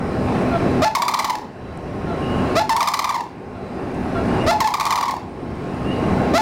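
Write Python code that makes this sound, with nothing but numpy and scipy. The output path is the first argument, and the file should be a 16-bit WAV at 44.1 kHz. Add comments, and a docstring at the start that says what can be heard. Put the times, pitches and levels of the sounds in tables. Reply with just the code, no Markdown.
"""Two sandhill cranes give rattling calls nearby in a fenced yard, with squawks and soft coos.
Membranes in the syrinx are the source, the long windpipe is the filter: a rising note flips to a higher
register, then breaks into a roll of short falling pulses, reflected by ground, fence and wall.
Behind them a small bird whistles far off, shrubs tick, traffic roars and a machine hums.
Automatic gain control ducks the background at every call and lets it swell back."""
import sys
import numpy as np
from scipy import signal
from scipy.fft import rfft, irfft, next_fast_len
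from scipy.io import wavfile
from scipy.ndimage import uniform_filter1d, map_coordinates

SR = 44100
rng = np.random.default_rng(int(sys.argv[2]) if len(sys.argv) > 2 else 0)


def wav_out(sig):
    """Save sig, one row per channel (or a flat mono array), as 16-bit PCM at SR to the path in sys.argv[1]."""
    wavfile.write(sys.argv[1], SR, np.round(np.clip(np.atleast_2d(sig).T, -1, 1) * 32767).astype(np.int16))


N = 282681
TOP_HZ = 16000


def amp(db):
    """Amplitude ratio of a level in decibels."""
    return 10 ** (np.asarray(db) / 20)


def unit(x):
    """Normalisation to rms 1."""
    return x / np.sqrt(np.mean(x ** 2) + 1e-20)


def along(points, hz):
    """Interpolation of (f/Hz, value) points on a logarithmic frequency axis."""
    f, v = np.transpose(points)
    return np.interp(np.log(hz + 1), np.log(f), v)


def clock(length):
    """Sample times over a length in seconds."""
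    return np.arange(int(length * SR)) / SR


def wobble(rate, size):
    """Smooth random modulation: a spline with rate knots a second."""
    knots = rng.standard_normal(int(size * rate / SR) + 4)
    return map_coordinates(knots, [np.arange(size) * rate / SR])


def filtered(x, response):
    """Zero-phase filtering: the spectrum times a response of frequency."""
    size = next_fast_len(len(x) + 8192)
    return irfft(rfft(x, size) * response(np.fft.rfftfreq(size, 1 / SR)), size)[:len(x)]


def gate(t, length, rise, fall):
    """Envelope with raised-cosine attack and release."""
    return np.sin(np.pi / 2 * np.clip(t / rise, 0, 1) * np.clip((length - t) / fall, 0, 1)) ** 2


def add(track, start, sound):
    """Superposition of a sound on the track, from start in seconds."""
    part = track[round(start * SR):][:len(sound)]
    part += sound[:len(part)]


# spectrum of distant traffic: f/Hz, relative level/dB
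TRAFFIC_SPECTRUM = [(25, -13.5), (42, -13.5), (80, -1.5), (115, -1.5), (160, -2), (250, -1.5), (384, -3.5),
                    (520, -8.5), (800, -9), (950, -15.5), (2700, -27.5), (3300, -36.5), (5000, -38),
                    (7000, -47), (9300, -46), (11500, -58), (16000, -58)]

def traffic(level_db=-18.5, patchy_db=1.5):
    """Broadband noise, strongest in the bass, modulated in patches of time and frequency."""
    spectra = signal.stft(rng.standard_normal(N), nperseg=1024)[2]
    patches = uniform_filter1d(uniform_filter1d(rng.standard_normal(spectra.shape), 6, 0), 10, 1)
    noise = signal.istft(spectra * amp(patchy_db * unit(patches)), nperseg=1024)[1][:N]
    return amp(level_db) * unit(filtered(noise, lambda f: amp(along(TRAFFIC_SPECTRUM, f))))


# partials of the machine: f/Hz, level/dB
HUM_PARTIALS = [(188.4, -29.5), (251, -27), (376.8, -30.5), (1071, -34.5), (3951, -52)]

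def machine_hum():
    """A line spectrum with slight random amplitude and phase modulation."""
    t = np.arange(N) / SR
    return sum(amp(db + 2 * wobble(6, N)) * np.sin(2 * np.pi * hz * t + 0.45 * wobble(7, N))
               for hz, db in HUM_PARTIALS)


# reverberation time of the yard: f/Hz, T60/s
YARD_DECAY = [(200, .6), (900, 0.38), (3000, 0.45), (12000, 0.32)]

def yard(sound, ground_s=0.0045, fence_s=0.031, wall_s=0.039):
    """Reflection and scattering: three echoes, and a tail from shrubs that changes as the head turns."""
    hz, t, spectra = signal.stft(rng.standard_normal(SR // 2), SR, nperseg=256)
    tail = signal.istft(spectra * amp(-60 * t / along(YARD_DECAY, hz)[:, None]), SR, nperseg=256)[1]
    build_up = np.minimum(clock(1)[:len(tail)] / 0.0099, 1)
    response = amp(-4.5) * unit(tail * build_up) / np.sqrt(len(tail))
    response[round(ground_s * SR)] += amp(-15)
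    response[round(fence_s * SR)] += amp(-9)
    foliage = signal.windows.hann(15)  # dulls the echo of the far wall
    add(response, wall_s, amp(-10) * foliage / foliage.sum())
    # the middle carries best, as leaves and straw absorb treble: f/Hz, gain/dB
    colour = [(650, 0), (800, 3), (950, 1.5), (1200, -4.5), (1500, -3.5), (3000, -3.5), (12000, -4)]
    response = filtered(response, lambda f: amp(along(colour, f)))
    response[0] += 1  # direct path
    return signal.fftconvolve(sound, response)


# the more distinct ticks in the shrubs: t/s, level/dB
SHRUB_TICKS = [(1.774, -25), (3.944, -30)]

def shrub_ticks(rustle_per_s=5, rustle_db=-40, t60_s=0.011):
    """Damped transients: dry, bright noise bursts, with fainter ones at random times."""
    out = np.zeros(N)
    rustle = [(start, rustle_db) for start in rng.uniform(0, N / SR, int(rustle_per_s * N / SR))]
    colour = [(2000, -10), (5000, -11), (9300, 5.5), (11000, -16)]  # f/Hz, gain/dB
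    t = clock(0.02)
    for start, db in SHRUB_TICKS + rustle:
        snap = rng.standard_normal(len(t)) * amp(db - 60 * t / t60_s)
        add(out, start, filtered(snap, lambda f: amp(along(colour, f))))
    return out


# whistles of the far bird: t/s, duration/s, nominal f/Hz, level/dB
BIRD_WHISTLES = [(2.215, 0.21, 2880, -38.5), (4.27, 0.174, 2880, -40), (5.84, 0.222, 2835, -38)]

def small_bird():
    """Frequency and amplitude modulation make a pure tone arch and tremble."""
    out = np.zeros(N)
    for start, length, hz, db in BIRD_WHISTLES:
        t = clock(length)
        pitch = hz * (0.975 + 0.019 * np.sin(np.pi * t / length) + 0.0213 * wobble(119, len(t)))
        phase = 2 * np.pi * np.cumsum(pitch) / SR
        tremble = amp(db + 4.1 * wobble(36, len(t)))
        add(out, start, yard(tremble * gate(t, length, 0.016, 0.022) * np.sin(phase)))
    return out


# coos of a crane: t/s, duration/s, level/dB
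CRANE_COOS = [(0.51, 0.064, -27.5), (2.064, 0.068, -28.5), (3.543, 0.052, -31.5), (4.141, 0.057, -27)]

def coos(first_hz=700, last_hz=650):
    """Low-pass radiation: the closed bill passes mainly two harmonics of a quiet, sinking note."""
    out = np.zeros(N)
    harmonics_db = [5.5, 1, -31, -25, -18, -21]
    for start, length, db in CRANE_COOS:
        t = clock(length)
        glide = first_hz + (last_hz - first_hz) * (t / length) ** 2
        pitch = glide * (1 + 0.0097 * wobble(540, len(t)))
        phase = 2 * np.pi * np.cumsum(pitch) / SR
        tone = sum(amp(level) * np.sin(k * phase) for k, level in enumerate(harmonics_db, 1))
        add(out, start, yard(amp(db) * gate(t, length, 0.016, 0.0024) * tone))
    return out


# transfer function of windpipe and open bill: f/Hz, gain/dB
WINDPIPE_RESPONSE = [(450, -11.5), (650, 2.5), (900, -2), (1250, -2.5), (1650, -11), (2000, -10.5),
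                     (2420, -12.5), (2750, -16.5), (3300, -17), (3950, -11.5), (4400, -15), (5000, -13),
                     (6400, -19), (7250, -19.5), (8000, -24), (15000, -27.5)]

def windpipe(source, size=1024):
    """Resonance of a long air column, as a minimum-phase filter."""
    cepstrum = irfft(np.log(amp(along(WINDPIPE_RESPONSE, np.fft.rfftfreq(size, 1 / SR)))))
    cepstrum[1:size // 2] *= 2  # folding onto positive time makes the filter causal
    cepstrum[size // 2 + 1:] = 0
    return signal.fftconvolve(source, irfft(np.exp(rfft(cepstrum))))[:len(source)]


def syrinx(pitch, bright_db, jitter, rasp, dull_hz):
    """Source and filter: unsteady membranes and air noise chopped once a cycle drive the windpipe."""
    size = len(pitch)
    phase = 2 * np.pi * np.cumsum(pitch * (1 + jitter * wobble(949, size))) / SR
    k = np.arange(1, 25)[:, None]
    hz = k * pitch
    dispersion = np.pi * k ** 2 / 9  # the coiled windpipe smears each slap
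    # overtones fade when the membranes stop slapping shut, and each slap differs in force
    slap_db = bright_db + 4 * rasp * wobble(680, size)
    harmonics = amp(slap_db * np.minimum(np.log(k) / np.log(4), 1)) / np.hypot(1, hz / dull_hz)
    tone = -np.sum(harmonics * (hz < TOP_HZ) * np.cos(k * phase + dispersion), axis=0)
    chopped = rng.standard_normal(size) * (1 + np.cos(phase))
    air = filtered(chopped, lambda f: (f / np.hypot(f, 1400)) ** 2 / np.hypot(1, f / dull_hz))
    return windpipe(tone + 3.46 * rasp * amp(bright_db) * unit(air))


# squawks among the first pulses: t/s, duration/s, first f/Hz, last f/Hz, level/dB, brightness/dB
CRANE_SQUAWKS = [(2.7, 0.039, 891, 892, 1.5, -9.5), (2.754, 0.018, 974, 930, 5, -27),
                 (4.608, 0.029, 946, 810, -4, -6), (4.638, 0.036, 868, 870, 2.5, -9.5)]

def squawks():
    """Aperiodic vibration: jitter and air noise roughen short notes."""
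    out = np.zeros(N)
    for start, length, first_hz, last_hz, db, bright_db in CRANE_SQUAWKS:
        t = clock(length)
        pitch = first_hz + (last_hz - first_hz) * (t / length) ** 2
        tone = syrinx(pitch, bright_db, jitter=0.02, rasp=0.6, dull_hz=8000)
        add(out, start, yard(amp(db) * gate(t, length, 0.0073, 0.0077) * tone))
    return out


# first note of each call: t/s, time to the flip/s, duration/s, level/dB, roughness/1
OPENING_NOTES = [(0.818, 0.03, 0.068, 6.5, 0.32), (2.552, 0.045, 0.072, 2, 0.24),
                 (4.463, .049, 0.074, 0.5, 0.25), (6.335, 0.047, 0.075, 1.5, 0.3)]

def opening_notes(low_hz=612, high_hz=708, flip_hz=862, catch_s=0.0156):
    """Register break: a note starts hoarse, brightens and rises, then cracks to a higher, mellower one."""
    out = np.zeros(N)
    for start, flip_s, length, db, roughness in OPENING_NOTES:
        t = clock(length)
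        flipped = np.clip((t - flip_s) / 0.0032 + 0.5, 0, 1)
        hoarse = np.clip((catch_s - t) / 0.009 + 0.5, 0, 1)  # the membranes take a few cycles to settle
        crack = np.exp(-((t - flip_s) / 0.0037) ** 2)
        glide = low_hz + (high_hz - low_hz) * t / flip_s - 30 * hoarse
        pitch = (1 - flipped) * glide + flipped * flip_hz
        rasp = roughness * (0.7 + hoarse + 2 * crack + 0.5 * flipped)
        bright_db = 3 - 10 * flipped - 7 * hoarse
        tone = syrinx(pitch, bright_db, jitter=0.035 * rasp, rasp=rasp, dull_hz=3770)
        swell_db = flipped - 19.7 * np.exp(-t / 0.048)
        add(out, start, yard(amp(db + swell_db) * gate(t, length, 0.0032, 0.003) * tone))
    return out


def pulse(crest_hz, length, bright_db, slack_hz=815, rise_s=0.0023, snap_s=0.0065):
    """Transient vibration: the syrinx snaps open, crests, then sinks in pitch and mellows."""
    t = clock(length)
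    sag = (t / length) ** 1.7
    scoop = 1 - 0.12 * np.exp(-t / rise_s)
    pitch = (1.03 * crest_hz * (1 - sag) + slack_hz * sag) * scoop
    relaxed = 0.5 + 0.5 * np.tanh((t - snap_s) / 0.0025)
    harsh = np.clip(0.5 + bright_db / 12, 0.2, 1)  # the brighter the snap, the harsher
    overtones_db = bright_db + harsh * (0.3 - 16 * relaxed) - 6 * sag
    tone = syrinx(pitch, overtones_db, jitter=0.017 + 0.012 * harsh, rasp=0.22 + 0.28 * harsh,
                  dull_hz=5000 + 15000 * harsh)
    return amp(1.5 * sag) * gate(t, length, 0.0022, 0.002) * tone


# pulses of both cranes, one voice lower and harsher, the other higher and mellower:
# t/s, duration/s, nominal crest f/Hz, level/dB, brightness/dB
RATTLE_PULSES = [ (0.9499, 0.027, 1112, 6, 2.5), (0.954, 0.019, 1225, -2, 10.5),
                 (1.019, 0.02, 1200, 6, 4.5), (1.08, 0.018, 1228, 6.5, 4), (1.087, 0.014, 1092, 0.5, 5.5),
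                 (1.1368, .018, 1222, 8, -2), (1.141, 0.013, 1068, -2, 10.5), (1.189, 0.017, 1226, 6.5, 2),
                 (1.195, 0.015, 1070, 4.5, 4), (1.2428, 0.014, 1210, 3.5, 3), (1.247, 0.015, 1036, 2.5, 3),
                 (1.296, 0.015, 1063, 5.5, -1), (1.301, 0.0143, 1021, -3, 4.5),
                 (1.352, 0.0068, 967, 2.5, -1.5), (1.413, 0.015, 997, -18, -7),
                 (2.6927, 0.014, 1088, 2, 0.5), (2.7635, 0.021, 1123, 1.5, 4.5), (2.805, .02, 1224, 9.5, 0),
                 (2.827, 0.016, 1104, 2.5, 7.5), (2.873, .019, 1230, 8.5, 1.5), (2.884, .014, 1100, 3, 8),
                 (2.936, 0.016, 1222, 9, 1), (2.94, 0.018, 1050, 2, 9.5), (2.989, .016, 1253, 9, -3),
                 (2.991, 0.013, 1091, 2.5, 10.5), (3.0415, 0.018, 1240, 7, 2), (3.043, .011, 1098, 5.5, -2),
                 (3.091, 0.023, 1180, 6.5, 0), (3.1425, 0.026, 1081, 4, -3), (3.2048, 0.0084, 967, 0, -4.5),
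                 (4.603, 0.02, 1101, -3.5, 4.5), (4.672, 0.023, 1085, 2, 4), (4.738, .019, 1226, 7, 0),
                 (4.74, 0.0078, 1100, 0.5, 4.5), (4.797, 0.02, 1110, 2.5, 5),
                 (4.807, 0.015, 1255, 5.5, 1.5), (4.852, 0.017, 1105, 2.5, 4.5),
                 (4.864, 0.016, 1253, 5.5, -1), (4.9051, 0.016, 1060, 5.5, 3), (4.923, 0.018, 1218, 6, 0),
                 (4.9555, 0.017, 1042, 4, 2), (4.975, 0.017, 1236, 5, -3), (5.0086, 0.0088, 1000, 0, 5),
                 (5.026, 0.017, 1215, 4.5, -3.5), (5.054, 0.016, 1067, -7.5, 4), (5.08, 0.022, 1122, 2, -5),
                 (5.108, 0.017, 1100, -11.5, 10), (5.1386, 0.004, 1000, 2.5, -14),
                 (5.164, 0.0074, 976, -8.5, -2.5)]

def rattle():
    """Two interleaved pulse trains, each about 19 a second: slow enough to be heard as a roll."""
    out = np.zeros(N)
    for start, length, crest_hz, db, bright_db in RATTLE_PULSES:
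        add(out, start, yard(amp(db) * pulse(crest_hz, length, bright_db)))
    return out


def scene():
    """Superposition of the cranes and the outdoor background in one channel."""
    cranes = opening_notes() + rattle() + squawks() + coos()
    return (cranes + small_bird() + shrub_ticks() + traffic() + machine_hum())[None]


def record(dry, ceiling_db=-15, release_db_per_s=17, start_cut_db=6, sense_hz=400):
    """Automatic gain control with fast attack and slow release, followed by a band limit."""
    sound = dry[0]
    sensed = filtered(sound, lambda f: f / np.hypot(f, sense_hz))  # the detector is deaf to rumble
    level_db = 10 * np.log10(np.abs(uniform_filter1d(sensed ** 2, size=130)) + 1e-12)
    excess_db = np.maximum(level_db - ceiling_db, 0)
    excess_db[0] = start_cut_db
    recovery_db = release_db_per_s * np.arange(N) / SR
    cut_db = np.maximum.accumulate(excess_db + recovery_db) - recovery_db
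    ducked = sound * amp(-uniform_filter1d(cut_db, size=60))
    return filtered(ducked, lambda f: f < TOP_HZ)[None]


dry = scene()
out = record(dry)
wav_out(out)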